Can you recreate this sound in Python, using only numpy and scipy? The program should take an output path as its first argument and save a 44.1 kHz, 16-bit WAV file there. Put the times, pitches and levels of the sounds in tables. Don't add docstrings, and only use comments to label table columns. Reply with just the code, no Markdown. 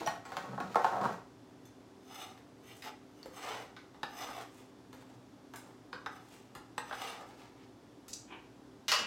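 import sys
import numpy as np
from scipy import signal
from scipy.fft import rfft, irfft
from scipy.io import wavfile
from scipy.ndimage import uniform_filter1d, map_coordinates

SR = 44100
rng = np.random.default_rng(int(sys.argv[2]) if len(sys.argv) > 2 else 0)


def pcm_store(signal):
    levels = np.round(np.clip(np.atleast_2d(signal), -1, 1) * 32767)
    wavfile.write(sys.argv[1], SR, levels.astype(np.int16).T)


N = 399546
TIME = np.arange(N) / SR

# pitch_hz, level_db
HUM_TONES = [(59.3, -81), (119, -72.5), (258.6, -66), (293.5, -67.5), (387.6, -69.5), (3471, -87)]
# pitch_hz, density_db_per_hz
AIR_COLOUR = [(18, -45), (30, -28), (53, -19.5), (86, -13.5), (115, -2), (145, -10.5), (194, -6.5),
              (227, -7.5), (295, -2.5), (319, -5), (540, -12.5), (844, -14.5), (2290, -27.5), (5590, -30.5),
              (16000, -47.5)]

# peak_s, rise_s, fall_s, level_db, floor_boom_db (re level), grit_db (re level)
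PAN_PUSHES = [(.005,.08,.09,-42,-31,-9), (.14,.08,.09,-52,-14,-9), (.295,.06,0.11,-49,-20,-13),
              (.41,0.12,0.13,-47,-14,-11.5), (.535,0.11,0.094,-45,-0.5,-17), (.64,0.094,0.13,-47,1,-14.5),
              (.725,.08,0.1,-51.5,-7,-8), (.86,.15,0.15,-43,-10,-11), (.962,.06,0.075,-34,-20,-24),
              (1.045,0.066,0.1,-34.5,-8.5,-20), (1.125,.06,0.086,-48,-3,-9.5)]
# pitch_hz, width_hz, level_db
PAN_FLOOR_MODES = [(128, 26, -9), (179.4, 14, -0.5)]
# pitch_hz, width_hz, level_db
PAN_WALL_MODES = [(470, 52, 1.5), (568, 27, 4), (735, 150, 2.5), (926, 140, 2.5), (1093, 42, 2),
                  (1304, 69, -1), (1420, 31, -17)]
# pitch_hz, density_db_per_hz
CRUMB_COLOUR = [(1060, -37), (1800, -3), (2620, -4), (4290, -7.5), (7770, -14), (8750, -19.5), (15100, -23),
                (16000, -27)]

# start_s, level_db, thump_db (re level), hardness_db (re level)
DISH_KNOCKS = [(.007,-58.5,2,2), (.0625,-44.5,-14,-5), (.073,-35,-13,-7), (.2525,-48,-18,-6),
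               (.319,-43.5,-17,-9), (.368,-37,-14,-7.5), (.438,-46.5,-7,-19), (.578,-37.5,-13,-26),
               (.602,-37,-8.5,-13.5), (.7565,-23,-20,-20.5), (.8445,-24,-28,-21), (.924,-39.5,-9.5,-23),
               (1.013,-38,-1,-18), (1.054,-37,-4.5,-13.5), (1.087,-45,-5,-17)]
# pitch_hz, level_db, t60_s (time to fade by 60 dB)
DISH_MODES = [(182, -15, 0.18), (472, -1, 0.077), (558.6, -4, 0.16), (737, 5.5, 0.061), (918, -0.5, 0.1),
              (1092, 8, 0.098), (1306, -8.5, 0.28), (1530, -5.5, 0.12), (1900, -14.5, 0.41)]
# pitch_hz, density_db_per_hz
DISH_COLOUR = [(41, -70), (70, -26.5), (174, -8), (314, -12.5), (506, -11), (554, -9.5), (664, -7.5),
               (744, -1.5), (892, -1.5), (1000, -10.5), (1410, -7), (2170, -23), (4280, -29.5),
               (13000, -56), (16000, -49)]
BAND_EDGES_HZ = [400, 1800, 6500]
# start_s, pitch_hz, level_db, t60_s
RINGING_PARTIALS = [(.007, 323, -39, 0.17), (0.062, 5780, -35, 0.05), (.064, 687, -29.5, 0.13),
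                    (.073, 852, -30, 0.19), (.066, 9750, -57, 0.26), (.066, 12500, -62, .2),
                    (.066, 13800, -62, .2), (.074, 1886, -39.5, 0.224), (0.073, 3058, -52, 0.28),
                    (.2525, 7680, -57, 0.086), (.746, 1280, -29.5, 0.058), (1.654, 3500, -65, 0.17),
                    (2.862, 852, -42, 0.22), (3.23, 4400, -40.5, 0.016), (3.259, 504.9, -39.5, 0.084),
                    (6.78, 8050, -41, 0.054)]

# start_s, level_db, thump_db (re level), hardness_db (re level), wetness (0 dry .. 1 in moist scraps)
SPOON_TAPS = [(1.654,-76.5,10,5.5,0.91), (2.376,-69,7,5,0.31), (2.822,-70.5,2,20.5,0.28),
              (3.23,-68,0,3,.45), (3.258,-56,-1,-6.5,0.59), (3.765,-53,-15,-2,0.00066),
              (3.944,-59.5,-2,-9,.2), (4.031,-38,-12.5,-4.5,0.02), (4.288,-47,-9,-10,.3),
              (4.41,-71,-1,1.5,0.95), (4.929,-57,2.5,-4,0.53), (5.537,-49.5,-12,-8.5,0.55),
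              (5.559,-73.5,5,16,0.82), (5.929,-43.5,-11.5,-6.5,0), (6.061,-39,-22,-9.5,0.042),
              (6.551,-49.5,-3.5,-6,.55), (6.7795,-37,-19,-6,.22), (6.91,-41.5,-19.5,-14.5,.15),
              (6.926,-42,-18,-9.5,0.0082), (8.082,-64.5,4,1,1)]
# pitch_hz, level_db, t60_s
BOARD_MODES = [(499, 2, 0.065), (812, 7.5, 0.066), (1117, -1, 0.069), (1435.5, 5.5, 0.051),
               (1796, -9, 0.028), (3340, -16, 0.078), (4100, -8, .04), (5050, -1.5, 0.04),
               (6070, -7.5, 0.024), (8050, -26, 0.022), (9770, -29, 0.063), (12700, -23, 0.11),
               (13400, -33, .07)]
# pitch_hz, density_db_per_hz
TAP_COLOUR = [(200, -19.5), (500, -10), (1000, 2.5), (1400, -1.5), (1900, -2), (2400, -11.5), (3600, -9.5),
              (5200, -23.5), (8000, -34), (16000, -43.5)]

# peak_s, rise_s, fall_s, level_db, scratch_db (re level), hiss_db (re level),
# bite (1 bare edge on wood .. 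0 smearing moist scraps)
SPOON_STROKES = [(2.11,0.07,.06,-55.5,-3,-13,0.99), (2.22,0.15,.14,-50.5,1,-6.5,0.89),
                 (2.705,.08,0.0804,-57.5,3.5,-5,1), (2.785,.07,.07,-67.5,0.5,4.5,0.17),
                 (2.867,0.0564,0.057,-44.5,-3.5,-13.5,0.59), (3.22,.12,.12,-71.5,4,-2,.95),
                 (3.39,0.074,0.11,-47.5,-5,-10,.95), (3.495,0.13,.18,-39,-5.5,-17.5,.7),
                 (3.62,.06,0.096,-60,-12,-8.5,0.38), (4.215,.11,0.15,-40.5,-5,-14.5,.9),
                 (4.37,0.14,0.13,-47,-4.5,-14,.6), (4.6,.13,0.12,-62.5,-2,-4.5,0),
                 (5.0,.08,0.31,-62.5,-7.5,-13,0), (5.66,0.11,.14,-57.5,-11.5,-13.5,0),
                 (6.165,.085,.12,-54.5,-8.5,-16,1), (6.345,.14,.16,-63,0,-4,0.018),
                 (6.89,0.071,.12,-51,-6,-20,0.98), (7.04,.15,.2,-44.5,-1,-12,.75),
                 (7.14,.06,.11,-50.5,-4.5,-19,.6), (7.225,0.084,0.059,-47.5,-15,-22,.3),
                 (7.305,0.051,0.075,-57,-6,-14,.1), (7.41,0.083,0.14,-58.5,-3,-13.5,0.062),
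                 (7.635,0.11,0.059,-67,2,-18,.4)]
# pitch_hz, density_db_per_hz
SCRAPE_COLOUR = [(200, -29.5), (450, -2), (800, 1), (1300, -5), (1800, -5.5), (3000, -9.5), (4500, -14),
                 (8000, -23.5), (10500, -31.5), (16000, -33.5)]
# pitch_hz, width_hz, level_db
SCRAPE_MODES = [(787, 99, 1.5), (1245, 320, 4.5), (2050, 620, 0), (2875, 310, 1.5), (3500, 170, 2.5),
                (4050, 190, -4), (5100, 220, 4.5), (6055, 160, 8), (7800, 290, 1.5), (9100, 170, 7.5),
                (9260, 89, 4), (12300, 250, 8.5), (13350, 200, 11), (15200, 220, 2)]

# delay_s, rise_s, fall_s, level_db
RIM_DRAG = (-0.05, 0.01, 0.16, -55)
# delay_s, rise_s, fall_s, level_db
RIM_CATCH = (0, .0095, 0, -35.5)
# delay_s, rise_s, fall_s, level_db
FOIL_FLEX = (0.2, 0.06, 0.06, -47)
# pitch_hz, density_db_per_hz
RASP_COLOUR = [(1180, -56), (2000, -32), (2780, -7.5), (3200, -14), (4490, -1.5), (4900, -2), (6880, -0.5),
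               (7640, -3), (8850, -19), (9660, -11), (10900, -23), (14300, -21), (16000, -30)]
# pitch_hz, width_hz, level_db
FOIL_MODES = [(356, 44, 2), (930, 230, -5.5), (1460, 630, -14.5), (2400, 350, -10), (2820, 140, -11)]

# start_s, level_db, thump_db (re level), hardness_db (re level)
SPOON_DROP = [(8.8815,-43,-21,11), (8.9165,-32.5,-28,3.5), (8.937,-41,-29,5.5), (8.987,-43.5,-6,2)]
# pitch_hz, level_db, t60_s
DROP_MODES = [(1028, 4, .2), (1127, -1, .3), (1230, 5, 0.22), (1414, 3, 0.26), (1762, -6, .45),
              (1915, -3, .45), (2400, 0, 0.94), (2630, -1, 0.7), (2670, -1, 0.56), (2885, 1.5, 0.65),
              (2962, -8, .35), (4035, -10, .3), (4470, -7, .25), (4870, -13, .3), (5650, -2, 0.23),
              (5860, -3, 0.2), (7327, -16, .2)]
# pitch_hz, density_db_per_hz
DROP_COLOUR = [(120, -55), (200, -23), (347, -25), (440, -10.5), (635, -6), (696, -13), (1020, -4),
               (2050, -2.5), (2290, -11.5), (2610, -4.5), (4520, -4.5), (5940, -7.5), (16000, -19)]

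# pitch_hz, t60_s
ROOM_T60 = [(120, 0.34), (500, 0.39), (1500, 0.38), (5000, 0.33), (9000, .3), (15000, 0.19)]

AIR_LEVEL_DB = -58.19
SWELL_DB, SWELL_SHAPE = 20, 1.408
FIRM_DB, GLANCE_RANGE_DB, GLANCE_TAIL_DB = -37, 8, 5.5
WET_AIR_DB = 29
BITE_LOSS_PER_S = 1.6
HISS_LEAD_S, BOARD_LAG_S = 0.015, 0.0055
RIM_S, RASP_SHAPE = 8.139, 3.5
CUTOFF_HZ = 15900


def from_db(db):
    return 10 ** (np.asarray(db) / 20)


def rms(x):
    return np.sqrt(np.mean(x ** 2) + 1e-20)


def at_hz(points, hz):
    f, value = np.transpose(points)
    return np.interp(np.log(np.maximum(hz, 1)), np.log(f), value)


def drift(rate):
    knots = rng.standard_normal(int(N / SR * rate) + 2)
    slow = np.interp(TIME * rate, np.arange(len(knots)), knots)
    return slow / rms(slow)


def coloured(x, spectrum):
    size = 8192
    half = size // 2
    levels_db = at_hz(spectrum, np.arange(half + 1) * SR / size)
    cepstrum = irfft(np.log(from_db(levels_db)))
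    cepstrum[1:half] *= 2
    cepstrum[half + 1:] = 0
    response = irfft(np.exp(rfft(cepstrum)))[:half]
    y = signal.oaconvolve(x, response)[:len(x)]
    return y / rms(y)


def resonate(x, modes, waver_db):
    out = 0
    for hz, width, db in modes:
        r = np.exp(-np.pi * width / SR)
        feedback = [1, -2 * r * np.cos(2 * np.pi * hz / SR), r * r]
        ringing = (1 - r * r) / 2 * signal.lfilter([1, 0, -1], feedback, x)
        out = out + from_db(db + waver_db * drift(5)) * ringing
    return out


def split(x, edges):
    bands = []
    for hz in edges:
        low = signal.butter(4, hz, "low", fs=SR, output="sos")
        high = signal.butter(4, hz, "high", fs=SR, output="sos")
        bands.append(signal.sosfilt(np.vstack([low, low]), x))
        x = signal.sosfilt(np.vstack([high, high]), x)
    return bands + [x]


def kitchen(x, room_db):
    t = TIME[:SR // 2]
    noise_bands = split(rng.standard_normal(len(t)), np.geomspace(300, 9600, 4))
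    centres = np.geomspace(170, 15000, 5)
    tail = sum(band * from_db(-60 * t / at_hz(ROOM_T60, hz)) for band, hz in zip(noise_bands, centres))
    tail *= 1 - np.exp(-(t / 0.0025) ** 2)
    echo = signal.oaconvolve(x, tail / np.linalg.norm(tail))[:len(x)]
    return x + from_db(room_db) * echo


def swell(peak_s, rise_s, fall_s, level_db, shape=SWELL_SHAPE):
    away = np.maximum((peak_s - TIME) / rise_s, (TIME - peak_s) / fall_s)
    gain, near = np.zeros(N), away < 3
    gain[near] = from_db(level_db - SWELL_DB * away[near] ** shape)
    return gain


def together(swells):
    return np.sqrt(sum(g ** 2 for g in swells))


def friction(slips_per_s, spread_db, judder_db):
    sizes = from_db(spread_db * np.minimum(rng.exponential(1, N), 4)) * rng.standard_normal(N)
    happens = rng.random(N) < slips_per_s / SR
    slips = sizes * happens * from_db(judder_db * drift(90))
    return slips / rms(slips)


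def band_weights(air_db, level_db, thump_db, hard_db, wet=0):
    return level_db + np.array([thump_db, 0, hard_db, hard_db + air_db + WET_AIR_DB * wet])


def blows(events, colour, modes, ring_db, chatter_db, contact_t60, mistune, level_db, air_db, room_db):
    out, t = np.zeros(N + SR), TIME[:int(.6 * SR)]
    attack = int(.03 * SR)
    for s, blow_db, *landing in events:
        chatter = rng.standard_normal(len(t)) * from_db(-60 * t / contact_t60)
        contact = from_db(chatter_db) * chatter / np.linalg.norm(chatter) + (t == 0)

        strengths = from_db(rng.normal(0, 3.0, len(modes))) * rng.choice([-1, 1], len(modes))
        detunes = 1 + mistune * rng.standard_normal(len(modes))
        ring = np.zeros(len(t))
        for strength, detune, (hz, db, t60) in zip(strengths, detunes, modes):
            ring += strength * from_db(db - 60 * t / t60) * np.sin(2 * np.pi * hz * detune * t)

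        direct = coloured(contact, colour) + from_db(ring_db) * ring / rms(ring)
        glance = np.clip((FIRM_DB - blow_db) / GLANCE_RANGE_DB, 0, 1)
        sound = kitchen(direct, room_db + GLANCE_TAIL_DB * glance)
        start = int(s * SR)
        for band, db in zip(split(sound, BAND_EDGES_HZ), band_weights(air_db, blow_db, *landing)):
            out[start:start + len(t)] += from_db(db + level_db) * band / rms(band[:attack])
    return out[:N]


def appliance(waver_db):
    hum = np.zeros(N)
    for hz, db in HUM_TONES:
        gain = from_db(db + waver_db * drift(5.6)) * np.sqrt(2)
        hum += gain * np.sin(2 * np.pi * hz * TIME + 0.65 * drift(6))
    return hum + from_db(AIR_LEVEL_DB) * coloured(rng.standard_normal(N), AIR_COLOUR)


def pan_slide(boom_db, body_db, grit_db):
    booms, bodies, grits = [], [], []
    for *movement, low_db, high_db in PAN_PUSHES:
        push = swell(*movement)
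        booms.append(push * from_db(low_db))
        bodies.append(push)
        grits.append(push * from_db(high_db))
    slips = friction(slips_per_s=600, spread_db=1.5, judder_db=2.5)
    floor = split(resonate(slips, PAN_FLOOR_MODES, waver_db=-0.5), [100, 300])[1]
    walls = split(resonate(slips, PAN_WALL_MODES, waver_db=2.5), [260, 1750])[1]
    crumbs = coloured(friction(slips_per_s=5000, spread_db=0.0, judder_db=1.0), CRUMB_COLOUR)
    sound = from_db(boom_db) * together(booms) * floor / rms(floor)
    sound += from_db(body_db) * together(bodies) * walls / rms(walls)
    sound += from_db(grit_db) * together(grits) * crumbs
    return kitchen(sound, room_db=-4)


def dish_knocks():
    return blows(DISH_KNOCKS, DISH_COLOUR, DISH_MODES, ring_db=-3.5, chatter_db=4.5, contact_t60=0.038,
                 mistune=0.0112, level_db=-2, air_db=-10.5, room_db=-1.5)


def ringing_partials(roughness):
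    out, t = np.zeros(N), TIME[:SR // 2]
    for s, hz, db, t60 in RINGING_PARTIALS:
        start = int(s * SR)
        wobble = roughness * drift(10 / t60)[:len(t)]
        out[start:start + len(t)] += from_db(db - 60 * t / t60) * np.sin(2 * np.pi * hz * t + wobble)
    return kitchen(out, room_db=-5.5)


def spoon_taps():
    return blows(SPOON_TAPS, TAP_COLOUR, BOARD_MODES, ring_db=-6.5, chatter_db=7.5, contact_t60=0.031,
                 mistune=0.024, level_db=-1.5, air_db=-20.0, room_db=-3.5)


def stroke_controls():
    board, scratch, hiss, bite, strongest = [], [], [], np.zeros(N), np.zeros(N)
    for s, rise, fall, db, scratch_db, hiss_db, grip in SPOON_STROKES:
        board.append(swell(s + BOARD_LAG_S, rise, fall, db))
        scratch.append(swell(s, rise, fall, db + scratch_db))
        hiss.append(swell(s - HISS_LEAD_S, rise, fall, db + hiss_db))
        leads = scratch[-1] > strongest
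        bite[leads] = grip * (1 - BITE_LOSS_PER_S * (TIME[leads] - s))
        strongest = np.maximum(strongest, scratch[-1])
    gains = [together(g) for g in (board, scratch, hiss)]
    return gains, np.clip(uniform_filter1d(bite, size=2000), 0, 1)


def counter_echo(x, lag_s, swing_s, echo_db):
    return x + from_db(echo_db) * np.interp(TIME - lag_s - swing_s * drift(7), TIME, x)


def scraping(board_db, scratch_db, hiss_db):
    gains, bite = stroke_controls()
    slips = friction(slips_per_s=6000, spread_db=1.9, judder_db=1.9)
    pitch = 1 + .025 * (bite - .8) + .007 * drift(6)
    steady = resonate(slips, SCRAPE_MODES, waver_db=2.0)
    ringing = map_coordinates(steady, [np.cumsum(pitch)], order=3, mode="mirror")
    smear = coloured(friction(slips_per_s=9000, spread_db=1.8, judder_db=2.0), SCRAPE_COLOUR)
    rub = np.sqrt(bite) * coloured(ringing, SCRAPE_COLOUR) + np.sqrt(1.1 - bite) * smear
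    echoed = counter_echo(rub, lag_s=.0024, swing_s=0.00016, echo_db=-9.5)
    bands = split(echoed, BAND_EDGES_HZ[1:])
    trims_db = (board_db, scratch_db, hiss_db)
    sound = sum(from_db(db) * g * band / rms(band) for db, g, band in zip(trims_db, gains, bands))
    return kitchen(sound, room_db=-7.0)


def foil_rim():
    def movement(delay_s, *rest):
        return swell(RIM_S + delay_s, *rest)

    drag, catch, flex = movement(*RIM_DRAG), movement(*RIM_CATCH, RASP_SHAPE), movement(*FOIL_FLEX)
    slips = friction(slips_per_s=9000, spread_db=4.0, judder_db=1.5)
    rasp = (catch + drag) * coloured(slips, RASP_COLOUR)
    crinkles = friction(slips_per_s=2500, spread_db=1.5, judder_db=-2.5)
    wall = split(resonate(crinkles, FOIL_MODES, waver_db=1.0), [3600])[0]
    return kitchen(rasp + flex * wall / rms(wall), room_db=-2.5)


def spoon_drop():
    return blows(SPOON_DROP, DROP_COLOUR, DROP_MODES, ring_db=-6.5, chatter_db=12.5, contact_t60=0.076,
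                 mistune=0.00027, level_db=0.0, air_db=-15.0, room_db=-0.5)


def scene():
    mix = appliance(waver_db=2.5)
    mix += pan_slide(boom_db=-1.0, body_db=-3.5, grit_db=-0.5)
    mix += dish_knocks()
    mix += ringing_partials(roughness=1.0)
    mix += spoon_taps()
    mix += scraping(board_db=-1.7, scratch_db=-2.0, hiss_db=-0.5)
    mix += foil_rim()
    mix += spoon_drop()
    return mix[None]


def record(dry):
    thin = signal.sosfilt(signal.butter(7, 43, "high", fs=SR, output="sos"), dry)
    return signal.sosfilt(signal.ellip(12, .1, 80, CUTOFF_HZ, fs=SR, output="sos"), thin)


dry = scene()
out = record(dry)
pcm_store(out)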